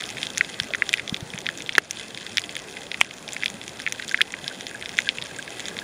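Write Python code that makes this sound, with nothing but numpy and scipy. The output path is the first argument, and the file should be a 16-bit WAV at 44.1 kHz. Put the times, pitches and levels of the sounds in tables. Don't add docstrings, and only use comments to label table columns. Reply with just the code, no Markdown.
import sys
import numpy as np
from scipy import signal
from scipy.io import wavfile
from scipy.ndimage import uniform_filter1d

SR = 44100
rng = np.random.default_rng(int(sys.argv[2]) if len(sys.argv) > 2 else 0)


def digitize_waveform(pressure):
    field = np.atleast_2d(pressure).T
    bounded = np.clip(field, -1, 1)
    quanta = np.round(bounded * 32767).astype(np.int16)
    wavfile.write(sys.argv[1], SR, quanta)


def linear_from_db(decibels):
    return 10 ** (np.asarray(decibels, float) / 20)


N = 257103

# frequency in Hz, width in Hz, level in dB.
PANELS = [(1602, 340, -0.5), (2030, 255, 0), (2530, 300, 0.5), (3230, 1340, -1.5), (4940, 2100, -12),
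          (6900, 1230, -6.5), (9090, 2300, -13), (10500, 1400, -16), (14300, 2900, -39)]


def rms_one(x):
    return x / np.sqrt(np.mean(x ** 2) + 1e-20)


def in_time(rows):
    s, *columns = np.transpose(rows)
    return [np.interp(np.arange(N) / SR, s, column) for column in columns]


def drift(rate):
    knots = rng.standard_normal(int(N / SR * 60) + 2)
    return np.interp(np.arange(N) / SR * rate, np.arange(len(knots)), knots)


def butter(x, order, hz, kind):
    return signal.sosfilt(signal.butter(order, hz, kind, fs=SR, output="sos"), x)


def resonance(x, hz, width_hz):
    r = np.exp(-np.pi * width_hz / SR)
    feedback = [1, -2 * r * np.cos(2 * np.pi * hz / SR), r * r]
    return signal.lfilter([(1 - r * r) / 2, 0, (r * r - 1) / 2], feedback, x + 1e-18)


def double_resonance(x, hz, width_hz):
    return resonance(resonance(x, hz, width_hz), hz, width_hz)


def bursts(s, peak_db, hz, rise_s, phase, soft=4, size=900):
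    rise_s, phase = rise_s + 0 * s, phase + 0 * s
    t = np.arange(size) / SR / rise_s[:, None]
    cycles = np.sin(2 * np.pi * (hz * rise_s)[:, None] * (t - 1) + phase[:, None])
    swell = (t * np.exp(1 - t)) ** soft
    start = np.maximum((s - rise_s) * SR, 0).astype(int)
    out = np.zeros(N + size)
    np.add.at(out, start[:, None] + np.arange(size), linear_from_db(peak_db)[:, None] * swell * cycles)
    return out[:N]


def water(patchy_db):
    # frequency in Hz, level in dB per Hz.
    spectrum = [(22, -16), (60, -6.5), (130, 1.5), (210, 3.5), (420, 1), (780, -2), (870, -6.5), (1300, -7),
                (2000, -7.5), (3500, -11), (4500, -14.5), (10500, -17.5), (12300, -25), (15500, -26.5)]
    hz_points, db_points = np.transpose(spectrum)
    edges = 22 * 2 ** np.arange(0, 9.7, 1 / 3)
    white = rng.standard_normal((2, N))
    out = 0
    for k, (low, high) in enumerate(zip(edges, edges[1:])):
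        band = butter(white[k % 2], 2, [low, high], "band")
        level_db = np.interp(np.log(low * high) / 2, np.log(hz_points), db_points)
        out = out + linear_from_db(level_db + patchy_db * drift(14)) * band
    return rms_one(out)


def far_crackle():
    per_s, spread_db, loudest_db, panel_spread_db = 420, 4.5, 14, 5.5
    born = rng.random(N) < per_s * linear_from_db(4.5 * drift(9)) / SR
    size_db = np.minimum(spread_db * rng.exponential(1, N), loudest_db)
    spikes = born * linear_from_db(size_db) * rng.choice([-1, 1], N)
    out = 0
    for k, (hz, width_hz, level_db) in enumerate(PANELS):
        struck = spikes * linear_from_db(panel_spread_db * rng.standard_normal(N))
        out = out + (-1) ** k * linear_from_db(level_db) * double_resonance(struck, hz, 0.81 * width_hz)
    return rms_one(out)


def fish_knocks():
    # second of the peak, peak in dB, frequency in Hz, cycles of swell.
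    knocks = [
        (0.618, -32, 111, 0.84),
        (.708, -28, 636, 2.6),
        (1.127, -18.5, 197, 0.8),
        (1.229, -25, 133, 0.87),
        (1.347, -27.5, 170, 1.2),
        (3.547, -33.5, 203, 1.7),
        (4.951, -38, 190, 1.2),
    ]
    s, peak_db, hz, cycles = np.transpose(knocks)
    return bursts(s, peak_db, hz, cycles / hz, 0.5, size=2400)


def housing_pushes():
    # second of the peak, peak in dB, frequency in Hz, cycles of swell.
    pushes = [
        (1.7828, -14, 410, 1.47),
        (1.7817, -1, 1330, 0.63),
        (3.013, -6, 1020, 0.69),
    ]
    s, peak_db, hz, cycles = np.transpose(pushes)
    return bursts(s, peak_db, hz, cycles / hz, 0.5, size=2400)


def singing_panel():
    # second of the peak, peak in dB.
    dull_snaps = [(4.035, -29.5), (4.113, -21.5), (4.192, -21), (4.464, -31), (4.514, -25), (4.70, -40),
                  (4.751, -25), (4.832, -26), (5.073, -21), (5.259, -33), (5.31, -29.5), (5.392, -23),
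                  (5.48, -33), (5.711, -21.5), (5.82, -30)]
    s, peak_db = np.transpose(dull_snaps)
    out = 0
    for late, apart in zip(*rng.random((2, 3, len(s)))):
        arrival_s = s + 0.00706 * late - 0.003
        out = out + bursts(arrival_s, peak_db - 4.5, 1570 + 75 * apart, 0.0019, 0, soft=0.86)
    return out


def chance(count):
    low, bright, aim, other = rng.standard_normal((count, 4)).T
    return 2250 + 200 * low, 5270 + 550 * bright, 4 * aim, 4 * other


def small_snaps():
    # second of the peak, bright panel level in dB.
    small = [(.0548, -24), (.3031, -22.5), (.3664, -27), (.626, -27), (.754, -20), (.956, -31),
             (1.207, -24.5), (1.2755, -31), (1.5853, -26), (1.7362, -27), (1.8996, -34), (2.7116, -28),
             (2.7264, -30), (2.833, -32), (3.1393, -29), (3.3226, -23), (3.3464, -26), (3.443, -20),
             (3.639, -23), (3.6934, -25), (3.8195, -21.5), (4.0867, -24), (4.1217, -21), (4.3223, -21),
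             (4.9703, -21), (5.0203, -23), (5.2595, -24), (5.2694, -30), (5.4263, -24.5), (5.656, -21.5)]
    count = 90
    faint = np.transpose([rng.random(count) * N / SR, -31.5 + 3 * rng.standard_normal(count)])
    s, bright = np.concatenate([small, faint]).T
    low_hz, bright_hz, aim, other = chance(len(s))
    return s, low_hz, bright - 9 + aim, bright - 6 + other, 1.15 * bright_hz, bright


def shaded_snaps():
    # second of the peak, low panel frequency in Hz, low panel level in dB.
    shaded = [(.022, 1720, -21.5), (0.1702, 2210, -19), (.1826, 2210, -20), (.41, 1980, .5),
              (.822, 1950, -1.5), (0.9827, 2020, -18), (1.0781, 2300, -22), (1.165, 2320, -23),
              (1.3374, 2250, -19.5), (1.4593, 1900, -22), (1.6054, 2400, -20.5), (2.1749, 2270, -21),
              (2.7688, 2270, -19.5), (2.944, 2230, -13.5), (3.0467, 2400, -23), (3.289, 2560, -20.5),
              (3.3657, 2150, -14), (3.435, 2140, -7.5), (3.801, 1790, -20.5), (3.8649, 2280, -8.5),
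              (3.8754, 2030, -8.5), (3.9979, 1820, -16), (4.1447, 1940, -1.5), (4.1757, 2130, -21),
              (4.2082, 1760, -4), (4.34, 2050, -13), (4.825, 2250, -20), (5.185, 2580, -14),
              (5.478, 2300, -22), (5.768, 2030, -20)]
    s, low_hz, low = np.transpose(shaded)
    _, bright_hz, aim, other = chance(len(s))
    leak = 0.12 * low
    return s, low_hz, low, -24.5 + leak + aim, bright_hz, -27 + leak + other


def sideways_snaps():
    # second of the peak, middle panel level in dB, low panel level in dB.
    sideways = [(.005, -26, -22), (0.039, -17, -32), (.269, -17, -26), (0.4475, -20, -23),
                (.5429, -22.5, -31), (0.8667, -28, -33), (0.974, -21, -25), (1.0956, -17, -28),
                (1.3033, -24, -35), (1.378, -22.5, -23), (1.6623, -24, -30), (1.762, -23, -24),
                (1.972, -24, -30), (1.997, -24, -30), (2.1472, -20.5, -31), (2.2663, -21.5, -24),
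                (2.4395, -19.5, -25), (2.4935, -23, -23.5), (3.1101, -21, -22), (3.2793, -22, -31),
                (3.4249, -22, -20), (3.481, -21, -24), (3.6147, -22, -24), (4.0239, -21, -20),
                (4.443, -22.5, -30), (4.668, -20, -24), (4.859, -18.5, -20), (5.0962, -27, -18),
                (5.2163, -21.5, -28), (5.2236, -18.5, -23)]
    s, middle, low = np.transpose(sideways)
    low_hz, bright_hz, aim, _ = chance(len(s))
    return s, low_hz, low, middle, bright_hz, middle - 6.5 + aim


def facing_snaps():
    # second of the peak, bright panel frequency in Hz, its level in dB, lower panels' level in dB.
    facing = [(.0096, 6800, -20.5, -22), (0.0908, 5550, -20, -26), (0.1031, 6300, -19, -27),
              (0.3805, 6500, -4.5, -15.5), (.634, 5460, -20, -25.5), (0.9305, 7700, -11.5, -17),
              (1.388, 6300, -17, -25), (1.5753, 6740, -18.5, -30), (1.622, 6700, -19.5, -31),
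              (1.9097, 6160, -4, -17), (2.3952, 7100, -16.5, -25), (2.418, 4770, -21, -33),
              (2.554, 6900, -20, -23.5), (2.5665, 10000, -15, -17), (3.0084, 7160, -11.5, -25),
              (3.333, 7400, -10.5, -30), (3.5012, 6530, -19, -29), (3.6798, 6220, -20, -25.5),
              (3.9238, 6050, -9.5, -17), (4.0801, 6740, -17.5, -29), (4.0938, 4850, -16.5, -26),
              (4.113, 6560, -21, -25), (4.609, 6100, -20.5, -22), (4.893, 5500, -21, -21.5),
              (4.9816, 7350, -19, -22), (5.004, 6500, -19, -25), (5.387, 7800, -19.5, -31),
              (5.5962, 7400, -19.5, -23), (5.6039, 6700, -20.5, -22.5), (5.684, 6700, -16.5, -23.5)]
    s, bright_hz, bright, lower = np.transpose(facing)
    low_hz, _, aim, _ = chance(len(s))
    return s, low_hz, lower + aim / 2, lower - aim / 2, bright_hz, bright


def close_snaps():
    # second of the peak, low panel frequency in Hz, then low, middle and bright panel level in dB.
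    close = [(0.2306, 2230, -17, -11, -15), (0.3747, 1900, -15, -18, -14.5),
             (.6003, 1750, -12.5, -9, -13.5), (.737, 2300, -9, -17, -34), (.7484, 1800, -8, -19, -33),
             (0.8921, 1780, -17.5, -13.5, -11), (0.9391, 2390, 0, -10, -12),
             (0.9963, 2230, -12.5, -21.5, -37), (1.1443, 2300, -17, -13.5, -18),
             (1.466, 2420, -9.5, -9, -34), (1.4895, 1770, -9.5, -17, -28), (1.693, 2180, -11, -14.5, -31),
             (1.7527, 2140, -11.5, -13.5, -34), (1.782, 1608, 6.5, -3, -2.5),
             (2.372, 1900, -12.5, -8.5, -7.5), (2.382, 2210, -5.5, -5.5, -17),
             (2.9164, 2260, -15, -15.5, -22), (3.013, 2340, 4.5, -5.5, -11.5),
             (3.4599, 2470, -8.5, -12, -13.5), (4.2156, 2435, -2, -1.5, -12.5),
             (4.4797, 2420, -21.5, -13.5, -14), (4.9882, 2020, -1, -12, -13), (5.0902, 2420, -8, -6, -20),
             (5.7893, 2140, -18, -15.5, -40)]
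    s, low_hz, low, middle, bright = np.transpose(close)
    bright_hz = 5270 + 71 * (low - middle + chance(len(s))[2])
    return s, low_hz, low, middle, bright_hz, bright


def scatter(s, level_db, panels, t60):
    starts = np.zeros(N)
    np.add.at(starts, (s * SR).astype(int), linear_from_db(2 * level_db))
    power = signal.lfilter([1], [1, -linear_from_db(-120 / (t60 * SR))], starts + 1e-18)
    lumps = (0.4 + 0.6 * np.abs(rng.standard_normal(N // 64 + 1))).repeat(64)[:N]
    echoes = np.sqrt(power) * rng.standard_normal(N) * lumps
    out = 0
    for hz, width_hz, _ in panels:
        even_power = np.sqrt(SR / width_hz / 2 / len(panels))
        out = out + double_resonance(echoes, hz, 2 * width_hz) * even_power
    return out


def near_snaps():
    groups = [close_snaps(), shaded_snaps(), sideways_snaps(), facing_snaps(), small_snaps()]
    s, low_hz, low, middle, bright_hz, bright = np.concatenate(groups, axis=1)
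    luck = rng.random((10, len(s)))
    turn = 2 * np.pi * luck[:5]
    out = bursts(s, low + 0.55, low_hz, 1.39 / low_hz, turn[0], soft=3.05)
    echo_s = s + 0.001804 + 0.001 * luck[6]
    out += bursts(echo_s, low - 13, 0.91 * low_hz, 1.56 / low_hz, turn[1], soft=1.7)
    middle_hz, middle_rise_s = 3430 + 350 * (luck[5] - 0.5), 0.00036 + 0.00025 * luck[6]
    out += bursts(s, middle + 0.56, middle_hz, middle_rise_s, turn[1], soft=1.3)
    out += bursts(s, middle - 9, 4100 + 500 * luck[7], 0.00025, turn[4], soft=3.0)
    out += bursts(s, bright - 1.5, bright_hz, 2.4 / bright_hz, turn[2], soft=3.24)
    out += bursts(s, bright - 11 + 8 * (luck[7] - 0.5), 6800 + 4000 * luck[8], 0.0003, turn[3])
    out += bursts(s, bright - 28, 12800 + 2400 * luck[9], 0.00025, turn[4])
    out += scatter(s + 0.0008, low - 22, PANELS[:3], t60=0.029)
    out += scatter(s + 0.0008, middle - 22, PANELS[3:4], t60=0.029)
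    out += scatter(s + 0.00037, bright - 22, PANELS[4:8], t60=0.025)
    return butter(out + singing_panel(), 4, 1444, "high")


def scene():
    # second, water level in dB, far crackle level in dB.
    bed = [
        (0.0, -42.5, -44.5),
        (2.13, -45, -47.5),
        (5.26, -44, -45),
        (5.83, -41.5, -45),
    ]
    water_db, crackle_db = in_time(bed)
    mono = linear_from_db(water_db + 2.5) * water(patchy_db=1.9)
    mono = mono + linear_from_db(crackle_db + 3.0) * far_crackle()
    mono = mono + fish_knocks() + housing_pushes() + near_snaps()
    return np.array([mono, mono])


def gain_control(x):
    start_db, share, return_db_per_s, lag_s = -10, 0.87, 40, 0.026
    ramp = return_db_per_s * np.arange(N) / SR
    level_db = 10 * np.log10(uniform_filter1d(x[0] ** 2, size=128) + 1e-12)
    wanted_db = share * np.maximum(level_db - start_db, 0)
    held_db = np.maximum.accumulate(wanted_db + ramp) - ramp
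    lag = np.exp(-1 / (lag_s * SR))
    return x * linear_from_db(-signal.lfilter([1 - lag], [1, -lag], held_db))


def overload(x, top=1.0):
    cut = np.clip(x, -top, top) - x
    return np.clip(x + butter(cut, 2, 150, "high"), -top, top)


def drop_faint_treble(x):
    hz, frames, z = signal.stft(x, SR, "hann", 2048)
    faint = np.median(np.abs(z[0][(hz > 12500) & (hz < 15000)]))
    threshold_db = -0.5 + 4 * rng.standard_normal((65, len(frames)))
    threshold = faint * linear_from_db(threshold_db).repeat(16, axis=0)[:len(hz)]
    keep = (np.abs(z) > threshold) | (hz < 3000)[:, None]
    return signal.istft(z * keep, SR, "hann", 2048)[1][:, :N]


def split_hiss():
    # second of the middle, side level in dB.
    splits = [(0.38, -47), (0.976, -47), (1.128, -54), (1.383, -54), (1.533, -55), (4.434, -51),
              (4.603, -50), (4.99, -42.5), (5.31, -55)]
    faint = [(s, -58.5) for s in rng.random(14) * N / SR]
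    t = np.arange(N) / SR
    gate = 0
    for s, level_db in [*splits, *faint]:
        gate = gate + linear_from_db(level_db) * np.clip(1.3 - np.abs(t - s) / 0.013, 0, 1)
    hiss = butter(rng.standard_normal(N), 2, [120, 9000], "band")
    return gate * rms_one(signal.lfilter([1], [1, -0.6], hiss)) * [[1], [-1]]


def roll_off(x):
    return signal.sosfilt(signal.butter(12, 16450, fs=SR, output="sos"), x)


def record(dry):
    # frequency in Hz, width in Hz.
    notches = [(2900, 125), (7850, 120), (11760, 2160)]
    x = dry
    for hz, width_hz in notches:
        x = signal.lfilter(*signal.iirnotch(hz, hz / width_hz, fs=SR), x)
    x = signal.sosfilt(signal.cheby2(10, 26, 16000, fs=SR, output="sos"), x)
    x = drop_faint_treble(overload(gain_control(x)))
    return roll_off(x + split_hiss())


dry = scene()
out = record(dry)
digitize_waveform(out)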